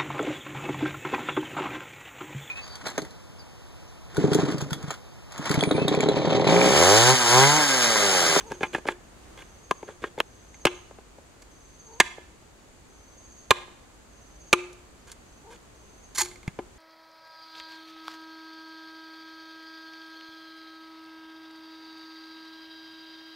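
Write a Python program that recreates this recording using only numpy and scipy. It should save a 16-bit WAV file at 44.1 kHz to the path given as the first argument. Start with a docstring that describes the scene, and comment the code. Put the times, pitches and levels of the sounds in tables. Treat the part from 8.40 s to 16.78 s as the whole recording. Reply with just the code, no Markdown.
"""A forest floor, a spaced stereo pair close to green bamboo; insects hiss, a far bird trills, faint hoots pass.
First a stone blade pecks and scrapes at the tube: snapping fibres drive the modes of its wall and air.
From 2.2 s the tube is slammed on a rock four times, with rebounds, soil bumps, knocks, clicks and rubs.
Near 7.8 s its fibres strain and rip in dense snaps, a strip splits with falling pitch, and bits settle.
Ground and trees scatter the contacts and the bird back to the microphones."""
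import sys
import numpy as np
from scipy import signal
from scipy.fft import rfft, irfft, next_fast_len
from scipy.io import wavfile
from scipy.ndimage import uniform_filter1d

SR = 44100
rng = np.random.default_rng(int(sys.argv[2]) if len(sys.argv) > 2 else 0)


def wav_out(sig):
    """Save sig, one row per channel (or a flat mono array), as 16-bit PCM at SR to the path in sys.argv[1]."""
    wavfile.write(sys.argv[1], SR, np.round(np.clip(np.atleast_2d(sig).T, -1, 1) * 32767).astype(np.int16))


N = 369544

# forest air, relative spectrum: (frequency [Hz], density [dB per Hz])
AIR_SPECTRUM = [(20, -15), (35, -5), (55, 2.5), (80, -6), (170, -10.5), (300, -9.5), (600, -14.5),
                (1300, -18), (2000, -22), (5300, -29), (7500, -28.5), (11000, -34.5), (15500, -46.5)]
# forest air over time: (time [s], level [dB])
AIR_LEVEL = [(0, -48), (.6, -52), (.9, -49), (1.3, -52), (4.2, -53), (8.38, -52)]
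# insect bands: (centre [Hz], width [Hz], level [dB])
INSECT_BANDS = [(4516, 240, -77), (6650, 680, -68), (7640, 40, -75), (7900, 220, -75)]
# likeness of the air at the two microphones: (frequency [Hz], correlation [-1 to 1])
MIC_LIKENESS = [(60, 0.84), (180, 0.34), (550, 0.26), (1650, 0.04), (4970, 0.01), (15000, 0.03)]
# left minus right of the microphone pair: (frequency [Hz], difference [dB])
MIC_BALANCE = [(100, 1.26), (400, 1.85), (650, 1.29), (870, 3.43), (1050, -1.5), (1320, 3.89), (1700, -2.5),
               (2200, -4), (3000, -2), (12000, -2)]
# faint hoots: (time [s], level of the lower tone [dB])
HOOTS = [(.017, -48.5), (3.461, -51.5), (7.03, -49.5)]
# bird trills: (start [s], end [s], level of the full notes [dB])
TRILLS = [(-.225, .3, -50), (0.942, 1.47, -53), (1.848, 2.37, -51), (3.099, 3.55, -49.5), (4.482, 5.0, -50),
          (5.711, 6.15, -51), (6.863, 6.97, -53), (7.34, 7.68, -53)]
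# relative colour of the echo from the trees: (frequency [Hz], level [dB])
TREE_COLOUR = [(100, -13), (400, -10), (900, -4), (1700, -5), (3300, -2), (5000, -4.5), (9000, -1.5),
               (15000, -4.5)]
# relative colour of the reflections from the ground: (frequency [Hz], level [dB])
GROUND_COLOUR = [(300, -9), (1200, -1), (6000, 0), (12000, -4)]
# modes of the tube wall at ring length 1: (frequency [Hz], relative level [dB], t60 [s])
WALL_MODES = [(787, -1, 0.042), (888, 2, 0.044), (1043, 0.5, 0.066), (1190, 0.5, .04), (1425, -0.5, 0.037),
              (1633, 2, 0.054), (1800, -5, 0.046), (2100, -0.5, 0.036), (2359, -0.5, 0.038),
              (2520, -1, 0.031), (2816, -6.5, 0.051), (2980, -4, 0.033), (3313, -3.5, 0.043),
              (3502, -3, .035), (3920, -15, 0.089)]
# short high modes of splitting fibres at ring length 1: (frequency [Hz], relative level [dB], t60 [s])
SPLINTER_MODES = [(4550, -3, 0.02), (5870, -8, 0.065), (6550, 1.5, 0.025), (6670, 5, .035),
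                  (7500, -1.5, 0.032), (7890, -3, 0.035), (9800, -7.5, 0.079)]
# dull give of the tube against hands and ground, ring length 1: (frequency [Hz], relative level [dB], t60 [s])
THUD_MODES = [(195, -3.5, 0.016), (298.2, -2, 0.026), (401.8, -0.5, .03), (570, -0.5, 0.018)]
# relative colour of the bare crack of fibres: (frequency [Hz], level [dB])
CRACK_COLOUR = [(2500, -34), (4300, -3), (6800, -2.5), (9500, -8), (12000, -12), (15500, -26)]
# soft bumps on the soil: (time [s], pitch [Hz], level [dB])
BUMPS = [(2.255, 85, -31), (5.11, 85.2, -29.5), (6.132, 104.9, -34), (8.079, 151, -26)]
# the tube rubs on hands and litter: (start [s], end [s], wall level [dB], crackle above the wall [dB])
RUBS = [(0, 0.009, -43, -13), (0.971, 1.025, -48.5, -12), (3.017, 3.025, -55.5, 5),
        (6.668, 6.713, -55.5, -2.5), (6.711, 6.726, -54.5, 4), (7.101, 7.159, -54.5, -6)]
# light clicks of chips and splinters: (time [s], wall level [dB], crack level [dB])
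TICKS = [(.4748, -40, -44), (2.143, -53, -65), (6.3292, -76, -55), (6.717, -66, -44), (7.858, -44.5, -48),
         (7.9127, -50.5, -58), (7.9573, -52, -57), (8.0299, -53, -61), (8.078, -37, -49.5)]
# dull knocks as blade and tube are set down: (time [s], wall level [dB], hollow ring level [dB])
KNOCKS = [(.1114, -42.5, -55), (.208, -35.5, -58), (.381, -41, -60), (.4542, -38.5, -54), (1.429, -42, -46),
          (1.7782, -39, -62), (2.51, -52, -62), (2.585, -51.5, -60), (2.784, -56, -68), (3.781, -47.5, -49),
          (5.279, -59, -68), (8.189, -36, -37)]
# strokes of the blade: (time of the bite [s], wall level [dB], crack level [dB],
# pitch favoured by the struck spot [Hz], ring length [x], hollow ring level [dB], scrape level [dB])
CHOPS = [(.119, -33.5, -47, 1820, 0.51, -43, -47.5), (0.2311, -21.5, -45.5, 2100, 1.44, -50, -44),
         (0.3479, -23, -51, 1740, 0.89, -54, -40), (0.4853, -21.5, -47, 1940, 0.83, -49, -39),
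         (1.3105, -19, -37.5, 996, 0.55, -60, -63), (1.487, -43, -69, 1800, 1.6, -63, -52),
         (1.639, -28.5, -61, 1790, 0.93, -58, -46.5), (1.8028, -20.5, -50, 2870, .2, -62, -42.5)]
# long splits: (start [s], end [s], first pitch [Hz], last pitch [Hz], level [dB])
SPLITS = [(7.777, 7.815, 1164, 870, -30)]
# the tube slammed on the rock: (time [s], thud level [dB], wall level [dB], favoured pitch [Hz],
# ring length [x], hollow ring level [dB], hollow t60 [s])
SLAMS = [(2.253, -16.5, -18.5, 2870, 0.68, -27, .32), (3.601, -22, -9.5, 1900, 1.0, -47.5, .8),
         (5.1078, -18.5, -14, 2500, .33, -42.5, 0.64), (6.1293, -20, -13.5, 2440, 0.66, -25.5, 0.49)]
# the tube's second contact just after a slam: (time [s], wall level [dB], favoured pitch [Hz], ring length [x])
REBOUNDS = [(2.268, -20.5, 3050, 1.14), (5.112, -13, 1100, .55), (6.135, -17, 1245, 0.61)]

BLOW_S = .01   # span over which the level of a blow is reckoned
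CUTOFF_HZ = 15700
HOLLOW_HZ = 357   # air column of one bamboo section
SKID_S, DRAG_S, DRAG_DB = .021, .038, -4.5   # skid into each bite, then a softer drag after it
CHOPPING_STOPS_S = 1.822
CHOP_ECHO_DB, TUBE_ECHO_DB = -28.5, -23   # answer of the trees to the blade and to the handled tube
LEAD_IN_S, SOFT_STEP_S, FULL_STEP_S = .28, .045, .068   # soft opening of a trill, and its note spacings
HOOT_S, HOOT_FROM_HZ, HOOT_TO_HZ = 0.14, 400, 495
# the last fibres strain, then rip apart, and the crackle dies away
STRAIN_AT_S, RIP_AT_S, RIP_S = 7.748, 7.777, 0.042
STRAIN_DB, RIP_DB, LOOSE_FIBRES_DB, LOOSE_FIBRES_FADE_S = -43, -34, -45, 0.042


def from_db(db):
    """Decibels to gain."""
    return 10 ** (np.asarray(db) / 20)


def sized(x, seconds):
    """Scale x to the energy of a level of one held for this long."""
    return x * np.sqrt(seconds * SR / (np.sum(x ** 2, axis=-1, keepdims=True) + 1e-20))


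def at_hz(points, hz):
    """Read a table on a log-frequency axis."""
    f, value = np.transpose(points)
    return np.interp(np.log(hz + 1e-3), np.log(f), value)


def coloured(x, points):
    """Filter x by the gains of a (frequency [Hz], level [dB]) table."""
    n = x.shape[-1]
    size = next_fast_len(n + SR // 20)
    gain = from_db(at_hz(points, np.fft.rfftfreq(size, 1 / SR)))
    return irfft(rfft(x, size) * gain, size)[..., :n]


def add(track, s, sound):
    """Mix a sound in at time s."""
    at = max(round(s * SR), 0)
    track[at:at + len(sound)] += sound[:max(N - at, 0)]


def forest_air():
    """A soft steady rush, most alike on both sides in the bass, with narrow insect bands above."""
    hz = np.geomspace(20, 16000, 40)
    alike = np.clip(at_hz(MIC_LIKENESS, hz), -.95, .98)
    spectrum = at_hz(AIR_SPECTRUM, hz)
    # the share of mid and side noise sets the likeness of left and right
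    mid, side = (coloured(rng.standard_normal(N), np.c_[hz, spectrum + 10 * np.log10(1 + sign * alike)])
                 for sign in (1, -1))
    level_db = np.interp(np.arange(N) / SR, *np.transpose(AIR_LEVEL))
    air = sized(mid + side * [[1], [-1]], N / SR) * from_db(level_db)
    for centre, width, db in INSECT_BANDS:
        band = signal.butter(1, [centre - width / 2, centre + width / 2], "band", fs=SR, output="sos")
        hiss = signal.sosfilt(np.tile(band, (2, 1)), rng.standard_normal((2, N)))
        air = air + from_db(db) * sized(hiss, N / SR)
    return air


def hoots(octave_db=-0.5, waver=0.055):
    """A faint, rough, rising tone with its octave; slow noise wavers the pitch."""
    out, n = np.zeros(N), int(HOOT_S * SR)
    for s, db in HOOTS:
        wobble = sized(uniform_filter1d(rng.standard_normal(n), size=300), n / SR)
        hz = np.linspace(HOOT_FROM_HZ, HOOT_TO_HZ, n) * (1 + waver * wobble)
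        phase = 2 * np.pi * np.cumsum(hz) / SR
        tone = np.sin(phase) + from_db(octave_db) * np.sin(2 * phase)
        add(out, s, from_db(db) * np.hanning(n) ** .5 * tone)
    return out


def bird(sweep_hz=1000, end_hz=5950, note_s=.041, soft_db=-9.0, swell_db_per_s=11, soft_reach=0.69,
         under_hz=4600, under_db=-16.0):
    """Falling whistles over a faint lower voice: quick, shallow and soft, then slower, wider and louder."""
    out, u = np.zeros(N), np.linspace(0, 1, int(note_s * SR))
    swell = np.sin(np.pi * u ** 1.3) ** 1.5
    for start, end, db in TRILLS:
        opens = start + LEAD_IN_S
        soft_times = np.arange(start, min(opens - SOFT_STEP_S, end), SOFT_STEP_S)
        soft = [(s, soft_db + swell_db_per_s * (s - start), soft_reach) for s in soft_times if s >= 0]
        full = [(s, 0, 1) for s in np.arange(opens, end, FULL_STEP_S)]
        for s, note_db, reach in soft + full:
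            # each note is a little off in pitch
            hz = (end_hz + sweep_hz * reach * (1 - u)) * (1 + rng.normal(0, .003))
            lower_hz = under_hz * (1 + 0.032 * (.5 - u) + rng.normal(0, 0.014))
            whistle = np.sin(2 * np.pi * np.cumsum(hz) / SR)
            lower = np.sin(2 * np.pi * np.cumsum(lower_hz) / SR)
            add(out, s, from_db(db + note_db) * swell * (whistle + from_db(under_db) * lower))
    return out


def snaps(n, per_s, spread_db):
    """Fibres give way at random moments, with uneven force."""
    chance, size, sign = rng.random(n), rng.exponential(1, n), rng.choice([-1, 1], n)
    return (chance < per_s / SR) * sign * from_db(spread_db * np.minimum(size, 3))


def trees(x, hold_s=0.063, t60=0.57, treble_t60=0.34, rise_s=0.0057):
    """Trunks and leaves scatter sound back; the treble dies at once, the rest holds briefly, then dies."""
    t = np.arange(int(.7 * SR)) / SR
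    scatter = np.array([snaps(len(t), per_s=5000, spread_db=5.5) for side in range(2)])
    scatter = coloured(scatter, TREE_COLOUR)
    scatter = scatter + 0.18 * scatter[::-1]   # some of each side reaches the other
    low = signal.sosfilt(signal.butter(1, 4000, fs=SR, output="sos"), scatter)
    low_fade = from_db(-60 * np.maximum(t - hold_s, 0) / t60)
    echo = low * low_fade + (scatter - low) * from_db(-60 * t / treble_t60)
    echo = sized(echo * (1 - np.exp(-t / rise_s)), 1 / SR)
    return signal.fftconvolve(x[None], echo, axes=1)[:, :N]


def ground(x, fade_s=0.0041):
    """Stones and soil close by send early, bright reflections, different on each side and steadily shifting."""
    t = np.arange(SR // 40) / SR
    echoes = coloured(rng.standard_normal((2, 2, len(t))), GROUND_COLOUR) * np.exp(-t / fade_s)
    here, there = (signal.fftconvolve(x[None], sized(echo, 1 / SR), axes=1)[:, :N] for echo in echoes)
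    moved = np.arange(N) / SR   # blend angle, one radian a second, as when the tube is moved
    return np.cos(moved) * here + np.sin(moved) * there


def outdoors(x, echo_db):
    """A sound with its reflections from the ground and the trees."""
    return x + from_db(-12.5) * ground(x) + from_db(echo_db) * trees(x)


def ring(force, modes, length=1):
    """The force sets each mode ringing as a dying sine; neighbours swing in opposite senses."""
    out = 0
    for k, (hz, db, t60) in enumerate(modes):
        r = from_db(-60 / (max(t60 * length, 1e-3) * SR))   # decay per sample
        w = 2 * np.pi * hz / SR
        mode = signal.lfilter([0, np.sin(w)], [1, -2 * r * np.cos(w), r * r], force + 1e-18)
        out = out + (-1) ** k * from_db(db) * mode
    return out


def bumps(t60=0.027):
    """The soil answers with two or three low cycles."""
    out, t = np.zeros(N), np.arange(SR // 5) / SR
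    push = 1.0 * (t == 0)
    for s, hz, db in BUMPS:
        add(out, s, from_db(db) * sized(ring(push, [(hz, 0, t60)]), BLOW_S))
    return out


def crackle(force, ring_share):
    """The bright part of a contact: the bare snaps and the short ring of splinters."""
    bare = sized(coloured(force, CRACK_COLOUR), 0.88)
    return bare + ring_share * sized(ring(force, SPLINTER_MODES, length=.5), 0.6)


def wall(push, crush, modes, length, crush_share, grain_db):
    """Push and crush drive every mode; the crush also sounds as a rough grain of its own."""
    force, rings = push + crush_share * crush, 0
    for k, (hz, db, t60) in enumerate(modes):
        # the grip shifts each mode a little from blow to blow
        shifted_hz = hz * (1 + rng.normal(0, .012))
        mode = sized(ring(force, [(shifted_hz, 0, t60)], length), 1)
        rings = rings + (-1) ** k * from_db(db) * mode
    # the grain follows the levels of the modes, falling 3 dB per octave
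    peaks = [(hz, db - 3 * np.log2(hz / 1000)) for hz, db, t60 in modes]
    outline = [(250, -22), (550, -12.5)] + peaks + [(4800, -26.0), (9000, -57.5)]
    return sized(rings, 1.0) + from_db(grain_db) * sized(coloured(crush, outline), 1.0)


def strike(thud_db, wall_db, crack_db, spot_hz, hardness, length, crush_s=0.0052, crack_s=0.0037,
           spot_db=10.5, spot_octaves=0.2, thud_low_hz=110, crack_top_hz=12500):
    """One push and a few milliseconds of crushing fibres; hardness is in dB per octave."""
    t, length = np.arange(SR // 2) / SR, max(length, .1)
    push = 1.0 * (t == 0)
    no_rumble = signal.butter(2, thud_low_hz, "high", fs=SR, output="sos")
    blunt = signal.butter(2, crack_top_hz, fs=SR, output="sos")
    fibres = snaps(len(t), per_s=9900, spread_db=-0.5)
    crush = sized(fibres * np.exp(-t / (crush_s * length)), 1 / SR)
    # the struck spot favours the modes near one pitch, a hard contact the high ones
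    modes = []
    for hz, db, t60 in WALL_MODES:
        favour_db = spot_db * np.exp(-(np.log2(hz / spot_hz) / spot_octaves) ** 2)
        modes.append((hz, db + hardness * np.log2(hz / 1700) + favour_db, t60))
    knock = wall(push, crush, modes, length, crush_share=0.47, grain_db=-1.0)
    thud = signal.sosfilt(no_rumble, ring(push + .5 * crush, THUD_MODES, np.sqrt(length)))
    crack_force = fibres * np.exp(-t / (crack_s * length)) + 2 * push
    crack = signal.sosfilt(blunt, crackle(crack_force, ring_share=0.57))
    parts = [(thud_db, thud), (wall_db, knock), (crack_db, crack)]
    return sum(from_db(db) * sized(x, BLOW_S) for db, x in parts)


def hollow(db, t60):
    """The air inside the tube rings on after a contact."""
    t = np.arange(SR // 2) / SR
    return np.sin(2 * np.pi * HOLLOW_HZ * t) * from_db(db - 60 * t / max(t60, .05))


def stroke(span, db, attack_s=0.0045, release_s=.004):
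    """Pressure that rises quickly, holds until the span ends and lets go."""
    t = np.arange(SR // 3) / SR
    return from_db(db) * np.clip(t / attack_s, 0, 1) * np.exp(-np.maximum(t - span, 0) / release_s)


def scrape(pressure, thud_db, crack_db, hollow_share=0.62, hollow_t60=0.24, catch_db=3.5, rasp_tilt_db=2.0):
    """Dense snaps into the tube, bunched as fibres catch and let go; levels are relative to the wall."""
    n = len(pressure)
    catches = sized(uniform_filter1d(rng.standard_normal(n), size=130), n / SR)
    force = pressure * from_db(catch_db * catches) * snaps(n, per_s=4000, spread_db=0.5)
    air_ring = sized(ring(force, [(HOLLOW_HZ, 0, hollow_t60)]), 0.68)
    thud = sized(ring(force, THUD_MODES), 1.0) + hollow_share * air_ring
    # the tilt is in dB per octave
    tilted = [(hz, db + rasp_tilt_db * np.log2(hz / 1700), t60) for hz, db, t60 in WALL_MODES[:-1]]
    rasp = ring(force, tilted, length=0.43)
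    crack = crackle(force, ring_share=1.0)
    seconds = np.sum(pressure ** 2) / SR   # every part takes the energy of the pressure
    return sum(from_db(db) * sized(x, seconds) for db, x in [(thud_db, thud), (0, rasp), (crack_db, crack)])


def handling(knock_thud_db=5.5, knock_crack_db=-29.0, tick_thud_db=-13.0):
    """Soft knocks, light clicks and rubs, all on the same tube."""
    out = np.zeros(N)
    for s, db, hollow_db in KNOCKS:
        knock = strike(db + knock_thud_db, db, db + knock_crack_db, spot_hz=810, hardness=-4.5, length=0.92)
        add(out, s, knock + hollow(hollow_db, t60=.21))
    for s, db, crack_db in TICKS:
        add(out, s, strike(db + tick_thud_db, db, crack_db, spot_hz=2200, hardness=.3, length=1.0))
    for start, end, db, crack_db in RUBS:
        add(out, start, scrape(stroke(end - start, db), thud_db=-5.5, crack_db=crack_db))
    return out


def chops(full_db=-21, thud_db=-26.5, thud_follows=0.57, hardness=-4.0, harder_per_db=0.36):
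    """The blade skids, bites and drags on; a weaker bite is softer and relatively more thud."""
    out = np.zeros(N)
    for s, db, crack_db, spot_hz, length, hollow_db, scrape_db in CHOPS:
        effort = db - full_db
        bite_thud_db = thud_db + thud_follows * effort
        bite = strike(bite_thud_db, db, crack_db, spot_hz, hardness + harder_per_db * effort, length)
        add(out, s - SKID_S, scrape(stroke(SKID_S, scrape_db), thud_db=4.0, crack_db=-11.5))
        add(out, s, bite + hollow(hollow_db, t60=0.53))
        add(out, s, scrape(stroke(DRAG_S, scrape_db + DRAG_DB), thud_db=1.5, crack_db=-9.5))
    return out


def splits(wall_hz=2090, t60=0.036):
    """The strip peeling off rings lower as it lengthens; the wall it leaves keeps its pitch."""
    out, t = np.zeros(N), np.arange(SR // 6) / SR
    for start, end, first_hz, last_hz, db in SPLITS:
        span = max(end - start, .01)
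        force = snaps(len(t), per_s=3900, spread_db=6.0) * (t < span)
        # each snap starts a dying ring that follows the falling pitch
        pitch_hz = np.interp(t, [0, span], [first_hz, last_hz])
        turn = np.exp(2j * np.pi * np.cumsum(pitch_hz) / SR)
        strip = (turn * signal.lfilter([1], [1, -from_db(-60 / (t60 * SR))], force / turn)).real
        both = sized(strip, 0.68) + sized(ring(force, [(wall_hz, 0, t60)]), 0.85)
        add(out, start, from_db(db) * sized(both, span))
    return out


def tear(hollow_db=-37):
    """Fibres strain and rip in a bright crackle; the freed tube rings hollow."""
    out = np.zeros(N)
    strain = stroke(RIP_AT_S - STRAIN_AT_S, STRAIN_DB, attack_s=.001)
    rip = stroke(RIP_S, RIP_DB) + stroke(RIP_S, LOOSE_FIBRES_DB, release_s=LOOSE_FIBRES_FADE_S)
    add(out, STRAIN_AT_S, scrape(strain, thud_db=-19.0, crack_db=6.5))
    add(out, RIP_AT_S, scrape(rip, thud_db=-17.5, crack_db=7.5))
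    add(out, RIP_AT_S + RIP_S, hollow(hollow_db, t60=0.4))
    return out


def slams(crack_db=-7.5, hardness=2.0, rebound_thud_db=-13.5, rebound_crack_db=-16.5, rebound_hardness=-0.8):
    """Rock is hard: the wall cracks brightly, and the tube's second contact is mostly ring."""
    out = np.zeros(N)
    for s, thud_db, db, spot_hz, length, hollow_db, hollow_t60 in SLAMS:
        blow = strike(thud_db, db, db + crack_db, spot_hz, hardness, length)
        add(out, s, blow + hollow(hollow_db, hollow_t60))
    for s, db, spot_hz, length in REBOUNDS:
        add(out, s, strike(db + rebound_thud_db, db, db + rebound_crack_db, spot_hz, rebound_hardness, length))
    return out


def scene(bird_echo_db=0.5):
    """The tube is close and nearly dry, the bird far among the trees; the chopping and its echo stop dead."""
    stop = np.clip((CHOPPING_STOPS_S - np.arange(N) / SR) / BLOW_S, 0, 1)
    chopping = outdoors(chops(), CHOP_ECHO_DB) * stop
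    tube = outdoors(slams() + handling() + tear() + splits() + bumps(), TUBE_ECHO_DB)
    sound = chopping + tube + outdoors(bird(), bird_echo_db) + hoots()
    # each microphone takes half of the balance
    left, right = (coloured(channel, [(hz, sign * db / 2) for hz, db in MIC_BALANCE])
                   for channel, sign in zip(sound, (1, -1)))
    # the sound reaches the left microphone a fraction of a sample later
    left = signal.lfilter([.2, 1], [1, .2], left)
    return np.array([left, right]) + forest_air()


def record(dry):
    """The recorder cuts off peaks beyond full scale, then a steep low-pass removes the extreme treble."""
    clipped = np.clip(dry, -1, 1)
    return signal.sosfilt(signal.ellip(10, .1, 80, CUTOFF_HZ, fs=SR, output="sos"), clipped)


dry = scene()
out = record(dry)
wav_out(out)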